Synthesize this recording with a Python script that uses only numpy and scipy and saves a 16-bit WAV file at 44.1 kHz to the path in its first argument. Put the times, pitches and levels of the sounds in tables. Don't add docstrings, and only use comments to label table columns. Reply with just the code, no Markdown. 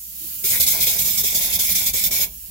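import sys
import numpy as np
from scipy import signal
from scipy.fft import rfft, irfft
from scipy.io import wavfile

SR = 44100
rng = np.random.default_rng(int(sys.argv[2]) if len(sys.argv) > 2 else 0)


def wrap_up_sound(samples):
    columns = np.atleast_2d(samples).T
    tamed = np.clip(columns, -1, 1)
    steps = np.round(tamed * 32767).astype(np.int16)
    wavfile.write(sys.argv[1], SR, steps)


N = 110250
T, F = np.arange(N) / SR, np.fft.rfftfreq(N, 1 / SR)


def amp(db):
    return 10 ** (np.asarray(db) / 20)


def spectrum(points, column=1):
    table = np.array(points)
    return np.interp(np.log(F + 1), np.log(table[:, 0] + 1), table[:, column])


def stereo(points):
    return amp([spectrum(points, column=1), spectrum(points, column=2)])


# f/Hz, left-right correlation
COHERENCE = [(20, 0.9), (170, 0.96), (350, .74), (700, 0.68), (1400, 0), (3000, 0), (16000, 0)]

def noise(gain):
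    left, independent = rfft(rng.standard_normal((2, N)))
    shared = spectrum(COHERENCE)
    right = shared * left + np.sqrt(1 - shared ** 2) * independent
    return irfft(np.array([left, right]) * gain, N) * np.sqrt(SR / 2)


def wobble(rate_hz):
    x = irfft(rfft(rng.standard_normal(N)) / (1 + (F / rate_hz) ** 4), N)
    return (x - x.mean()) / x.std()


def peak(hz, width_hz):
    return 1 / (1 + ((F - hz) / (width_hz * np.pi / 4)) ** 2)


def split(x, hz):
    low = irfft(rfft(x) / (1 + (F / hz) ** 8), N)
    return low, x - low


def burst(at_s, half_s, hz, width_hz, db):
    return noise(peak(hz, width_hz) * amp(db)) * np.exp(-.5 * ((T - at_s) / half_s) ** 2)


def crossfade(k, positions):
    return np.cos(np.pi / 2 * np.clip(T / T[-1] * (positions - 1) - k, -1, 1))


def attic(x, positions=12, t60_s=0.087, wet_db=-1.5, echoes_per_s=2000):
    t, echoes = np.arange(SR // 8) / SR, np.zeros((2, N))
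    for k in range(positions):
        taps = rng.choice([-1., 1.], (2, len(t))) * (rng.random((2, len(t))) < echoes_per_s / SR)
        taps *= amp(-60 * t / t60_s)
        taps /= np.linalg.norm(taps, axis=1, keepdims=True)
        echoes += signal.fftconvolve(x * crossfade(k, positions), taps, axes=1)[:, :N]
    return (x + amp(wet_db) * echoes) / np.hypot(1, amp(wet_db))


def boards(x, positions=15, count=4, spread_s=0.010, echo_db=-15):
    echoes = np.zeros((2, N))
    for k in range(positions):
        direct = x * crossfade(k, positions)
        for when, polarity in rng.random((count, 2)):
            lag = int((.001 + when * spread_s) * SR)
            echoes[:, lag:] += np.sign(polarity - .5) * direct[:, :N - lag]
    return (x + amp(echo_db) * echoes) / np.sqrt(1 + count * amp(echo_db) ** 2)


def tone(hz, db):
    level = np.sqrt(2) * amp(db + 1.7 * wobble(rate_hz=8.2))
    return level * np.sin(2 * np.pi * hz * T + 0.14 * wobble(rate_hz=5))


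# f/Hz, density/(dB re 1 Hz)
ROOM_SPECTRUM = [(20, -93), (45, -88), (110, -88), (190, -83.5), (260, -96), (400, -99.5), (800, -108),
                 (3000, -125)]
# t/s, level/dB
ROOM_ENVELOPE = [(0, -2), (.25, 9), (.45, 8.5), (2.32, 13.5), (2.42, -9.5), (2.5, 12)]
# f/Hz, level/dB
HUM_LINES = [(59.5, -54.5), (183, -78)]

def background(drone_start_s=0.46, drone_rise_s=0.21):
    drone = tone(hz=44.8, db=-51.5) * np.clip((T - drone_start_s) / drone_rise_s, 0, 1)
    room = noise(amp(spectrum(ROOM_SPECTRUM))) * amp(np.interp(T, *np.transpose(ROOM_ENVELOPE)))
    return room + sum(tone(*line) for line in HUM_LINES) + drone


def handling_bump():
    return burst(at_s=.235, half_s=.022, hz=305, width_hz=45, db=-68)


# f/Hz, left and right density/(dB re 1 Hz)
AIR_SPECTRUM = [(250, -120, -100), (507, -91, -95), (875, -90, -96), (1590, -88.5, -89.5),
                (2300, -82.5, -85), (3200, -76.5, -79.5), (3740, -79, -82.5), (4580, -75.5, -77.5),
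                (5900, -75, -79), (6850, -72, -71.5), (8700, -75.5, -75.5), (9900, -73.5, -71.5),
                (11600, -73, -61.5), (13300, -72, -63.5), (15400, -64, -63.5)]
# t/s, low-band level/dB, high-band level/dB
AIR_ENVELOPE = [(0, -10, -6), (.13, -8, -6.5), (.24, -3, -2), (.33, -1, -2), (.44, -3, -2), (.7, 2, -20),
                (2.28, -7.5, -10.5), (2.4, -10, -8), (2.5, -7.5, -9)]

def purge_air():
    times_s, low_db, high_db = np.transpose(AIR_ENVELOPE)
    low, high = split(noise(stereo(AIR_SPECTRUM)), hz=5560)
    return low * amp(np.interp(T, times_s, low_db)) + high * amp(np.interp(T, times_s, high_db))


# t/s, length/s, rise/s, level/dB, sag/dB, ring trim/dB, spatter trim/dB, rumble trim/dB
PUMP_SURGES = [(0.437, 0.15, 0.0058, 0.0, 2, 0.5, -4.5, -2.5), (0.501, 0.082, 0.0018, 3.0, 5.5, -5, 2.5, 1),
               (0.596, 0.045, 0.0076, 6.5, 4.5, 0, -2, 2.3), (0.659, 0.136, 0.0095, 4.5, 8, -3, 2.5, -2.5),
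               (0.799, 0.045, 0.01, 5, 3.5, -0.5, -2, 2), (0.858, 0.13, 0.012, 3.5, 8.5, -1.5, 1.2, -0.5),
               (0.979, 0.048, 0.012, 4.5, 3.5, -2, 1.5, 1.5),
               (1.039, 0.14, 0.0099, 1.5, 5, -0.5, -1.1, 0.5),
               (1.166, 0.042, 0.012, 3.5, 1.5, -1.5, 5.5, 2.5), (1.23, 0.13, 0.0083, 3, 9.5, 0.7, 1.5, -3),
               (1.341, 0.055, 0.011, 5, 6.5, -0.5, 2.5, 2.5), (1.395, 0.15, 0.019, 2, 8, 0, 2, -1.1),
               (1.521, 0.042, 0.0065, 2.3, 3, 0.5, 0.5, 3.5), (1.585, 0.16, 0.0082, 2, 8, 0, -1.0, -5),
               (1.685, 0.042, 0.0071, 3, 1.0, -0.5, 0, 1.2), (1.739, 0.12, 0.014, 3.5, 7, 0.2, 1, 0),
               (1.854, 0.038, 0.011, 5.4, 5.5, 0.7, 1, 1), (1.93, 0.14, 0.0088, 1.05, 4.5, -0.8, -1.2, -4),
               (2.032, 0.033, 0.0073, 3.5, 1, 2, 2, 0), (2.105, 0.12, 0.008, 0.2, 2.5, 7, 4, -1.3),
               (2.201, 0.036, 0.0076, 5, 4, 1.8, -1.5, -2.6)]
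RING_TRIM_DB, SPATTER_TRIM_DB, RUMBLE_TRIM_DB = np.transpose(PUMP_SURGES)[5:]

def pump_flow(trim_db, release_db_per_s=600, extra_sag_db=0, depth=1):
    flow = np.zeros(N)
    trims_db = np.broadcast_to(trim_db, len(PUMP_SURGES))
    for (start_s, length_s, rise_s, db, sag_db, *_), trim in zip(PUMP_SURGES, trims_db):
        t = T - start_s
        level_db = trim + depth * (db - (sag_db + extra_sag_db) * np.clip(t / length_s, 0, 1))
        release_db = release_db_per_s * np.maximum(t - length_s, 0)
        flow = np.maximum(flow, np.clip(t / rise_s, 0, 1) * amp(level_db - release_db))
    return flow


# f/Hz, density/(dB re 1 Hz)
RUMBLE_SPECTRUM = [(20, -94), (42, -64.5), (65, -66), (90, -62), (140, -72.5), (190, -65.5), (260, -75.5),
                   (400, -96.5), (900, -115)]

def blast():
    flow = pump_flow(RUMBLE_TRIM_DB, release_db_per_s=88)
    return noise(amp(spectrum(RUMBLE_SPECTRUM))) * flow * amp([[.3], [-.4]])


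# f/Hz, density/(dB re 1 Hz)
SPATTER_SPECTRUM = [(150, -81), (300, -85.5), (400, -75), (500, -79.5), (620, -72), (800, -79.5),
                    (1000, -78), (1250, -95), (1500, -78), (2200, -134)]
# f/Hz, density/(dB re 1 Hz)
SPIT_SPECTRUM = [(40, -82), (100, -58), (200, -68), (290, -69), (390, -64), (520, -64.5), (800, -87),
                 (1400, -80.5), (2500, -83)]
# t/s, level/dB
SPIT_EVENTS = [(0.441, 3), (0.557, -2), (0.595, 3), (.806, -3), (0.869, 2.5), (1.238, 4), (1.586, -4),
               (1.939, 2.5), (2.112, -0.5)]

def foam(spit_rise_s=0.0029, spit_decay_s=0.015):
    flow = pump_flow(SPATTER_TRIM_DB, release_db_per_s=273, depth=0.25)
    lumps = amp(3.4 * wobble(rate_hz=23))
    spatter = noise(amp(spectrum(SPATTER_SPECTRUM))) * flow * lumps
    spit_level = np.zeros(N)
    for start_s, db in SPIT_EVENTS:
        decay = np.exp(-np.maximum(T - start_s - spit_rise_s, 0) / spit_decay_s)
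        spit_level += amp(db) * np.clip((T - start_s) / spit_rise_s, 0, 1) * decay
    spits = noise(amp(spectrum(SPIT_SPECTRUM))) * spit_level
    return (spatter + spits) * amp([[.7], [-1.7]])


# f/Hz, width/Hz, left and right density/(dB re 1 Hz)
NOZZLE_MODES = [(2297, 285, -59, -64.5), (3580, 445, -65.5, -63.5), (5130, 430, -62, -66.5)]
# centre t/s, half length/s, f/Hz, width/Hz, density/(dB re 1 Hz)
NOZZLE_SPUTTERS = [(0.547, 0.014, 2070, 357, -51.5), (1.538, 0.0065, 2290, 220, -59),
                   (1.692, 0.0077, 2350, 216, -50)]

def nozzle(max_trim_db=2, flutter_db=2.1):
    ring_db = np.minimum(RING_TRIM_DB, max_trim_db)
    lowest = pump_flow(ring_db, depth=0.27)
    upper = pump_flow(ring_db * 0.59, extra_sag_db=-1.5)
    sound = sum(burst(*sputter) for sputter in NOZZLE_SPUTTERS) * amp([[0], [-4]])
    for k, (hz, width_hz, left_db, right_db) in enumerate(NOZZLE_MODES):
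        ring = noise(peak(hz, width_hz) * amp([[left_db], [right_db]]))
        sound += ring * (upper if k else lowest) * amp(flutter_db * wobble(rate_hz=145))
    return sound


def turbulence(x, patch_hz=440, patch_s=0.037, depth_db=1.48):
    hz, t, frames = signal.stft(x, SR, nperseg=512, noverlap=384)
    field = rng.standard_normal(frames.shape)
    for axis, bins in (1, patch_hz / hz[1]), (2, patch_s / t[1]):
        kernel = np.exp(-.5 * (np.arange(-40, 41) / (bins / 2)) ** 2)
        field = signal.fftconvolve(field, np.expand_dims(kernel, (0, 3 - axis)), "same", axes=axis)
    frames *= amp(depth_db * field / field.std())
    return signal.istft(frames, SR, nperseg=512, noverlap=384)[1][:, :N]


# f/Hz, left and right density/(dB re 1 Hz)
JET_SPECTRUM = [(600, -100, -100), (1300, -86.5, -80.5), (1740, -81, -82), (2920, -72.5, -81.5),
                (3300, -62, -84), (4160, -63, -68), (6100, -63.5, -63.5), (6450, -58.5, -61),
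                (7240, -61, -62), (8240, -63.5, -62), (8850, -68, -67.5), (9900, -62.5, -65),
                (10360, -66.5, -60.5), (12100, -59.5, -53), (13150, -69, -55), (13600, -62, -59),
                (14300, -61, -52.5), (14650, -56, -57.5)]

def jet(early_decay_s=0.72, flutter_db=0.88):
    body, fizz = split(noise(stereo(JET_SPECTRUM)), hz=8700)
    since_trigger_s = np.maximum(T - PUMP_SURGES[0][0], 0)
    early = noise(amp(-63) * peak(hz=8800, width_hz=2800) ** 2) * np.exp(-since_trigger_s / early_decay_s)
    hiss = body * pump_flow(trim_db=1.47, extra_sag_db=3.5) + (fizz + early) * pump_flow(trim_db=0)
    return hiss * amp(flutter_db * wobble(rate_hz=49))


def scene():
    gun = turbulence(jet() + nozzle()) + purge_air()
    return attic(boards(gun)) + foam() + blast() + background() + handling_bump()


def record(dry):
    lowpass = signal.firwin(601, 15830, window=("kaiser", 8), fs=SR)
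    return signal.oaconvolve(dry, lowpass[None], "same")


dry = scene()
out = record(dry)
wrap_up_sound(out)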